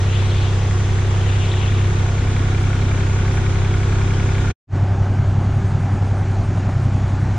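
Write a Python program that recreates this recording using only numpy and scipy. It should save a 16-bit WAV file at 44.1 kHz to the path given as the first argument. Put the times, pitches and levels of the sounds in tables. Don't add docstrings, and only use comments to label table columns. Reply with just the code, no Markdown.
import sys
import numpy as np
from scipy import signal
from scipy.fft import rfft, irfft, next_fast_len
from scipy.io import wavfile
from scipy.ndimage import uniform_filter1d, map_coordinates

SR = 44100
rng = np.random.default_rng(int(sys.argv[2]) if len(sys.argv) > 2 else 0)


def to_wav(sig):
    pcm = np.clip(np.atleast_2d(sig), -1, 1) * 32767
    pcm = np.round(pcm).astype(np.int16)
    wavfile.write(sys.argv[1], SR, pcm.T)


N = 325458
T = np.arange(N) / SR
OPEN_S = 4.668
FIRING_LEAD = .635
CYLINDERS = [4.5, -.5, -1.5]


def amp(db):
    return 10 ** (np.asarray(db) / 20)


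def unit(x):
    return x / np.sqrt(np.mean(x ** 2) + 1e-20)


def along(points, hz):
    point_hz, value = np.transpose(points)
    return np.interp(np.log(hz + 1), np.log(point_hz + 1), value)


def curves(rows):
    s, *columns = np.transpose(rows)
    return [np.interp(T, s, column) for column in columns]


def between(ends, share):
    first, last = np.array(ends)[..., None]
    return first + (last - first) * share


def wobble(rate, size=1):
    return map_coordinates(rng.standard_normal(200), [T[::size] * rate])


def filtered(x, response):
    m = next_fast_len(N + SR // 4)
    return irfft(rfft(x, m) * response(np.fft.rfftfreq(m, 1 / SR)), m)[..., :N]


def rush(spectrum, patchy_db):
    z = signal.stft(rng.standard_normal(N), nperseg=512)[2]
    patches = uniform_filter1d(rng.standard_normal(z.shape), size=12, axis=1)
    patches = uniform_filter1d(patches, size=6, axis=0)
    noise = signal.istft(z * amp(patchy_db * unit(patches)), nperseg=512)[1][:N]
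    return unit(filtered(noise, lambda hz: amp(along(spectrum, hz))))


def resonant(modes):
    def response(hz):
        total = 0
        for k, (centre, width, db) in enumerate(modes):
            damping = 1j * hz * width
            total = total + (-1) ** k * amp(db) * damping / (centre ** 2 - hz ** 2 + damping)
        return total / (1 + (hz / 5000) ** 4)
    return response


def contacts(events, response, rise_s):
    out, t = np.zeros(N), T[:SR // 5]
    for s, db, t60_s in events:
        envelope = amp(db - 60 * t / t60_s) * (1 - np.exp(-t / rise_s))
        out[round(s * SR):][:len(t)] += envelope * rng.standard_normal(len(t))
    return filtered(out, response)


def cicada():
    # time_s, mean_level_db
    loudness = [(4.7, -80), (5.5, -66), (7.38, -68)]
    # frequency_hz, density_db
    band = [(7400, -40), (8200, 0), (9000, -3), (10000, -12), (11000, -40), (12000, -120)]
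    swell = amp(6 * np.cos(2 * np.pi * (7.8 * T - .34)))
    return amp(curves(loudness)[0]) * swell * rush(band, patchy_db=2.0)


def gust():
    # centre_s, half_width_s, peak_level_db
    s, width_s, peak_db = (6.0, .1, -31)
    low = [(15, -18), (35, -1.0), (55, -12), (100, -40), (300, -120)]
    return amp(peak_db) * np.exp(-((T - s) / width_s) ** 2) * rush(low, patchy_db=-4.5)


def drone():
    # time_s, fundamental_hz, level_db
    pitch_and_level = [(4.7, 68.4, -30), (5.7, 67.5, -28), (6.1, 67, -32), (6.4, 65, -35), (6.8, 64.5, -28),
                       (7.38, 64.3, -29)]
    multiples_db = [-7, 1.5, -9]
    hz, level_db = curves(pitch_and_level)
    phase = 2 * np.pi * np.cumsum(hz + .6 * wobble(6)) / SR
    out = 0
    for k, db in enumerate(multiples_db, start=1):
        out = out + amp(level_db + db + 2 * wobble(9)) * np.sin(k * phase)
    return np.sqrt(2) * out


def yard():
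    # frequency_hz, density_db
    scattered = [(18, -37.5), (30, 10), (64, -17), (103, 2), (211, -29.5), (346, -16), (421, -16.5),
                 (1100, -11), (3350, -19), (4500, -26), (6680, -19), (9680, -35.5), (11000, -47.5),
                 (14200, -78.5), (22000, -120)]
    return amp(-34.5) * rush(scattered, patchy_db=2.1)


def gravel():
    # peak_s, half_width_s, level_db, pitch_hz
    crunches = [(.08, 0.043, -41.5, 2600), (.16, 0.064, -35, 3050), (.24, 0.04, -39.5, 2450),
                (0.362, .06, -40, 3040), (0.45, 0.059, -37.5, 3070), (.3, .2, -44, 3520),
                (.46, 0.091, -48, 4980), (1.582, .25, -37.5, 3255), (1.302, 0.055, -38, 3000),
                (1.43, .05, -37, 2940), (1.521, 0.052, -37, 3225), (1.64, 0.046, -35.5, 2673),
                (1.799, 0.077, -41, 2700)]
    count, t, out = 550, T[:SR // 100], np.zeros(N)
    for s, width_s, db, hz in crunches:
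        place, size, life = rng.random((count, 3)).T
        when = s + width_s * (4 * place - 2)
        pitch = hz * np.exp(.13 * rng.standard_normal(count))
        strength = amp(-2.1 * np.log(size)) * (when > 0)
        decay_s = .001 + .002 * life
        grains = strength[:, None] * np.sin(2 * np.pi * np.outer(pitch, t))
        grains = grains * np.exp(-t / decay_s[:, None]) * (1 - np.exp(-t / .0006))
        samples = (np.abs(when) * SR).astype(int)[:, None] + np.arange(len(t))
        rustle = np.bincount(samples.ravel(), grains.ravel(), N)
        rustle = rustle / np.sqrt(np.sum(rustle ** 2) / (4 * width_s * SR))
        out = out + amp(db) * np.exp(-np.abs((T - s) / width_s) ** 1.36) * rustle
    return out


def ticks():
    # start_s, strength_db before the response, t60_s
    events = [(2.314, -31, .03), (2.4296, -45.5, 0.039), (2.596, -41, 0.21), (2.615, -40, 0.088),
              (3.32, -41, 0.22), (3.35, -39.5, .15)]
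    bright = [(5000, -20), (9000, 0), (11000, -12), (15000, -28)]
    return contacts(events, lambda hz: amp(along(bright, hz)), rise_s=.003)


def bumps():
    # start_s, strength_db before the resonances, t60_s
    events = [(6.022, -9, .04), (6.048, -11, .04), (6.066, -11, .04), (6.502, -14, .05), (6.571, -9, .05),
              (6.69, -14, .05)]
    # frequency_hz, width_hz, level_db
    load = [(480, 220, -2), (706, 310, 3.5), (1460, 280, -12)]
    return contacts(events, resonant(load), rise_s=0.0013)


def fan():
    # frequency_hz, level_db
    mean_hz, level_db = (47.3, -36)
    phase = 2 * np.pi * np.cumsum(mean_hz + 0.28 * wobble(0.77)) / SR
    return np.sqrt(2) * amp(level_db + 0.6 * wobble(3.5)) * np.sin(phase)


def whirr():
    return rush([(2700, -70.0), (3200, -15.5), (3380, 0.5), (3600, -13), (4200, -63.5)], patchy_db=3.5)


def sing(turns, tones):
    out = 0
    for k, db in tones:
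        out = out + amp(db + 1.5 * wobble(4)) * np.cos(2 * np.pi * k * turns + .5 * wobble(5))
    return np.sqrt(2) * out


def pump(turns, upper):
    # time_s, level_db
    whine = [(0, -48), (1.6, -42), (1.95, -42), (2.3, -44), (3.0, -37.5), (3.6, -36.5), (4.5, -35.5),
             (4.7, -39.5), (7.38, -46.5)]
    main = amp(curves(whine)[0]) * np.cos(2 * np.pi * 36 * turns + 1 + .1 * wobble(3))
    return np.sqrt(2) * (main + upper * np.cos(2 * np.pi * 40 * turns + .3 * wobble(3)))


def body():
    # centre_s, half_width_s, rise_db
    s, width_s, swell_db = (2.45, 0.32, 4.3)
    hollow = [(60, -65.0), (140, -4), (190, -8.5), (245, -4.5), (290, -6.5), (380, -34), (900, -120)]
    return amp(swell_db * np.exp(-((T - s) / width_s) ** 2)) * rush(hollow, patchy_db=1.5)


def clatter(firing, modes, t60_s, rise_s, blow, cylinders, scatter_db):
    firing = firing + .0015 * wobble(25)
    count = np.floor(firing).astype(int)
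    since_s = (firing - count) / np.gradient(firing) / SR
    size_db = np.array(cylinders)[count % 3] + scatter_db * rng.standard_normal(400)[count]
    rattle = amp(-60 * since_s / t60_s) * (1 - np.exp(-since_s / rise_s)) * rng.standard_normal(N)
    impulses = blow * np.diff(count, prepend=count[0])
    return unit(filtered(amp(size_db) * (rattle + impulses), resonant(modes)))


def exhaust(turns, orders, groups_db, pipe, unsteady):
    step = 8
    slow, out = turns[::step], 0
    delay_firings, skew, first, upper = pipe
    for k, db in orders:
        loose = unsteady if k % 3 else .25
        waver_db = 1.7 * loose * wobble(5, size=step)
        waver = .25 * loose * wobble(3, size=step)
        lag = 2 * np.pi * delay_firings * k / 3 + skew * (k % 3 > 0) * (k >= first)
        lag += -1.3 * (k < 8) + .55 * (k < 5) + upper * (k > 11) - .06 * max(k - 15, 0) ** 2
        group_db = groups_db[0 if k == 9 else 1 + (k > 19) + (k > 32)][::step]
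        out = out + amp(db + waver_db + group_db) * np.cos(2 * np.pi * k * slow + lag + waver)
    return np.sqrt(2) * signal.resample_poly(out, step, 1)[:N]


def forklift(turns, levels_db, orders, roar, hiss, pipe, unsteady, throb_db, patchy_db):
    # frequency_hz, width_hz, level_db
    block = [(733, 63, -4), (1427, 150, 2), (1688, 80, 0.5), (3330, 220, -20)]
    knocks = [1, -4, 1]
    # frequency_hz, width_hz, level_db
    injector = [(2140, 230, 0.5), (2398, 130, 3), (3400, 200, -18)]
    upper, mid, knock, tick, air, boom = amp(levels_db[4:])
    firing = 3 * turns + FIRING_LEAD
    throb = amp(throb_db * np.cos(2 * np.pi * (firing - .15)))
    out = exhaust(turns, orders, levels_db[:4], pipe, unsteady) + pump(turns, upper)
    out = out + mid * throb * rush(roar, patchy_db)
    out = out + knock * clatter(firing - .05, block, t60_s=0.11, rise_s=0.0009, blow=9,
                                cylinders=knocks, scatter_db=1.5)
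    out = out + tick * clatter(firing, injector, t60_s=.04, rise_s=.001, blow=20,
                               cylinders=CYLINDERS, scatter_db=1.3)
    return out + air * rush(hiss, patchy_db=1.05) + boom * body()


def far_view():
    # time_s, engine_cycles_per_s
    speed = [(4.75, 10.812), (5.28, 10.839), (5.8, 10.837), (6.33, 10.848), (6.85, 10.842), (7.38, 10.828)]
    # multiple_of_cycle, level_db
    orders = [(2, -33), (3, -13), (4, -23), (5, -27), (6, -16), (7, -23), (8, -17), (9, 0), (10, -10),
              (11, -13), (12, -15), (13, -17), (14, -28), (15, -17), (16, -20), (17, -32), (18, -25),
              (19, -21.5), (20, -27), (21, -25), (22, -29), (23, -31), (24, -28), (25, -29), (26, -29),
              (28, -34), (29, -31), (31, -30), (32, -34), (33, -33), (34, -31)]
    # frequency_hz, density_db
    roar = [(20, -13.5), (45, -1.5), (70, 0.5), (110, -3.5), (150, -2), (200, -5.5), (260, -7.5),
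            (310, -11), (370, -12.5), (425, -16.5), (500, -16), (640, -13.5), (780, -10.5), (950, -17.5),
            (1300, -19), (2000, -25.5), (3500, -34.5), (5000, -76.5)]
    hiss = [(1760, -21), (3000, -25.5), (3510, -4.5), (3910, -1), (5300, -3), (6910, -2), (8720, -16),
            (10100, -23), (11000, -31.5), (14200, -64), (22000, -120)]
    pipe = (-.9955, .7, 10, .4)
    levels = [(-16.5, -18, -21, -15, -64, -27, -51, -66.5, -51.5, -40.5),
              (-20, -19.5, -22.5, -17, -62.5, -27.5, -49, -60.5, -50, -37.5)]
    # multiple_of_cycle, level_db
    tones = [(54, -51), (144, -57), (216, -62)]
    turns = np.cumsum(curves(speed)[0]) / SR + .0785
    travel = np.clip((T - OPEN_S) / (7.38 - OPEN_S), 0, 1)
    far = forklift(turns, between(levels, travel), orders, roar, hiss, pipe,
                   unsteady=.55, throb_db=.6, patchy_db=1.1)
    return far + sing(turns, tones) + bumps() + drone() + cicada() + gust()


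def near_view():
    # time_s, engine_cycles_per_s
    speed = [(0.0, 10.885), (0.5, 10.875), (1.0, 10.867), (1.49, 10.896), (1.99, 10.894), (2.49, 10.919),
             (2.99, 10.91), (3.48, 10.884), (3.98, 10.907), (4.48, 10.874)]
    # multiple_of_cycle, level_db
    orders = [(1, -40), (2, -44), (3, -9), (4, -28), (5, -40), (6, -10), (7, -12), (8, -18), (9, 0),
              (10, -19), (11, -24), (12, -9), (13, -26), (14, -37), (15, -16), (16, -21), (17, -29),
              (18, -27), (19, -30), (20, -39), (21, -33), (22, -21.5), (23, -34), (24, -31), (25, -36),
              (26, -25), (27, -42), (28, -33), (29, -34), (30, -27), (31, -28), (32, -22), (33, -20.5),
              (34, -27), (35, -31), (37, -28), (41, -29), (43, -29), (46, -31)]
    # frequency_hz, density_db
    roar = [(20, -15.5), (45, -3.5), (80, -0.5), (125, -5.5), (160, -9), (220, -9.5), (300, -15),
            (360, -10.5), (435, -14), (500, -13), (620, -16.5), (745, -13.5), (830, -15.5), (900, -15.5),
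            (1000, -17), (1110, -16.5), (1250, -17.5), (1900, -20.5), (2500, -22.5), (4000, -32.5),
            (5000, -78.5)]
    hiss = [(1650, -41), (2800, -4.5), (3320, 2.5), (4680, -5.5), (6740, -5.5), (8570, -15.5), (9710, -18),
            (11000, -33.5), (14200, -54.5), (22000, -120)]
    pipe = (0, 1.4, 8, -.47)
    levels = [(-17, -19.3, -22.5, -18, -45, -28.5, -53.5, -53.5, -41.5, -42.5),
              (-18.4, -16.8, -18, -24.5, -51, -29, -39, -42.5, -43, -37)]
    # time_s, share
    swings = [(0, 0.04), (1.5, 0.08), (2.4, 0.74), (3.1, 0.87), (4.5, 1)]
    # frequency_hz, width_hz, level_db
    early_injector = [(1890, 150, 2), (2600, 300, -12)]
    # before_db, after_db
    early_db = (-47, -61.5)
    whirr_db = (-69, -56)
    # multiple_of_cycle, level_db
    tones = [(68, -52), (82, -54), (102, -55), (132, -50)]
    # frequency_hz, left_minus_right_db
    lean = [(60, -0.5), (110, -0.5), (190, 0.0), (340, 0.0), (600, 1.0), (1060, 1.0), (1880, 1.5),
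            (3330, 0.5), (5920, -1.5), (10500, -1.5)]
    turns = np.cumsum(curves(speed)[0]) / SR + .0581
    swing, = curves(swings)
    mid = forklift(turns, between(levels, swing), orders, roar, hiss, pipe,
                   unsteady=.6, throb_db=1.0, patchy_db=.5)
    early = clatter(3 * turns + FIRING_LEAD, early_injector, t60_s=.04, rise_s=.001, blow=18,
                    cylinders=CYLINDERS, scatter_db=2)
    mid = mid + amp(between(early_db, swing)) * early
    mid = mid + amp(8.5 * (swing - 0.5)) * sing(turns, tones)
    mid = mid + ticks() + fan() + amp(between(whirr_db, swing)) * whirr()
    side = yard()
    near = filtered(np.array([mid + side, mid - side]),
                    lambda hz: amp(np.outer([.5, -.5], along(lean, hz))))
    return near + gravel() * amp([[3.5], [-4.5]])


def scene():
    cut_s, cut_db_per_s = 4.512, 2002
    open_length_s, open_bend = 0.085, 2.15
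    fade_out = amp(-cut_db_per_s * np.maximum(T - cut_s, 0))
    fade_in = np.clip((T - OPEN_S) / open_length_s, 0, 1) ** open_bend
    return near_view() * fade_out + far_view() * fade_in


def record(dry):
    soft = dry / (1 + np.abs(dry / 0.75) ** 3) ** (1 / 3)
    return filtered(soft, lambda hz: hz < 15100)


dry = scene()
out = record(dry)
to_wav(out)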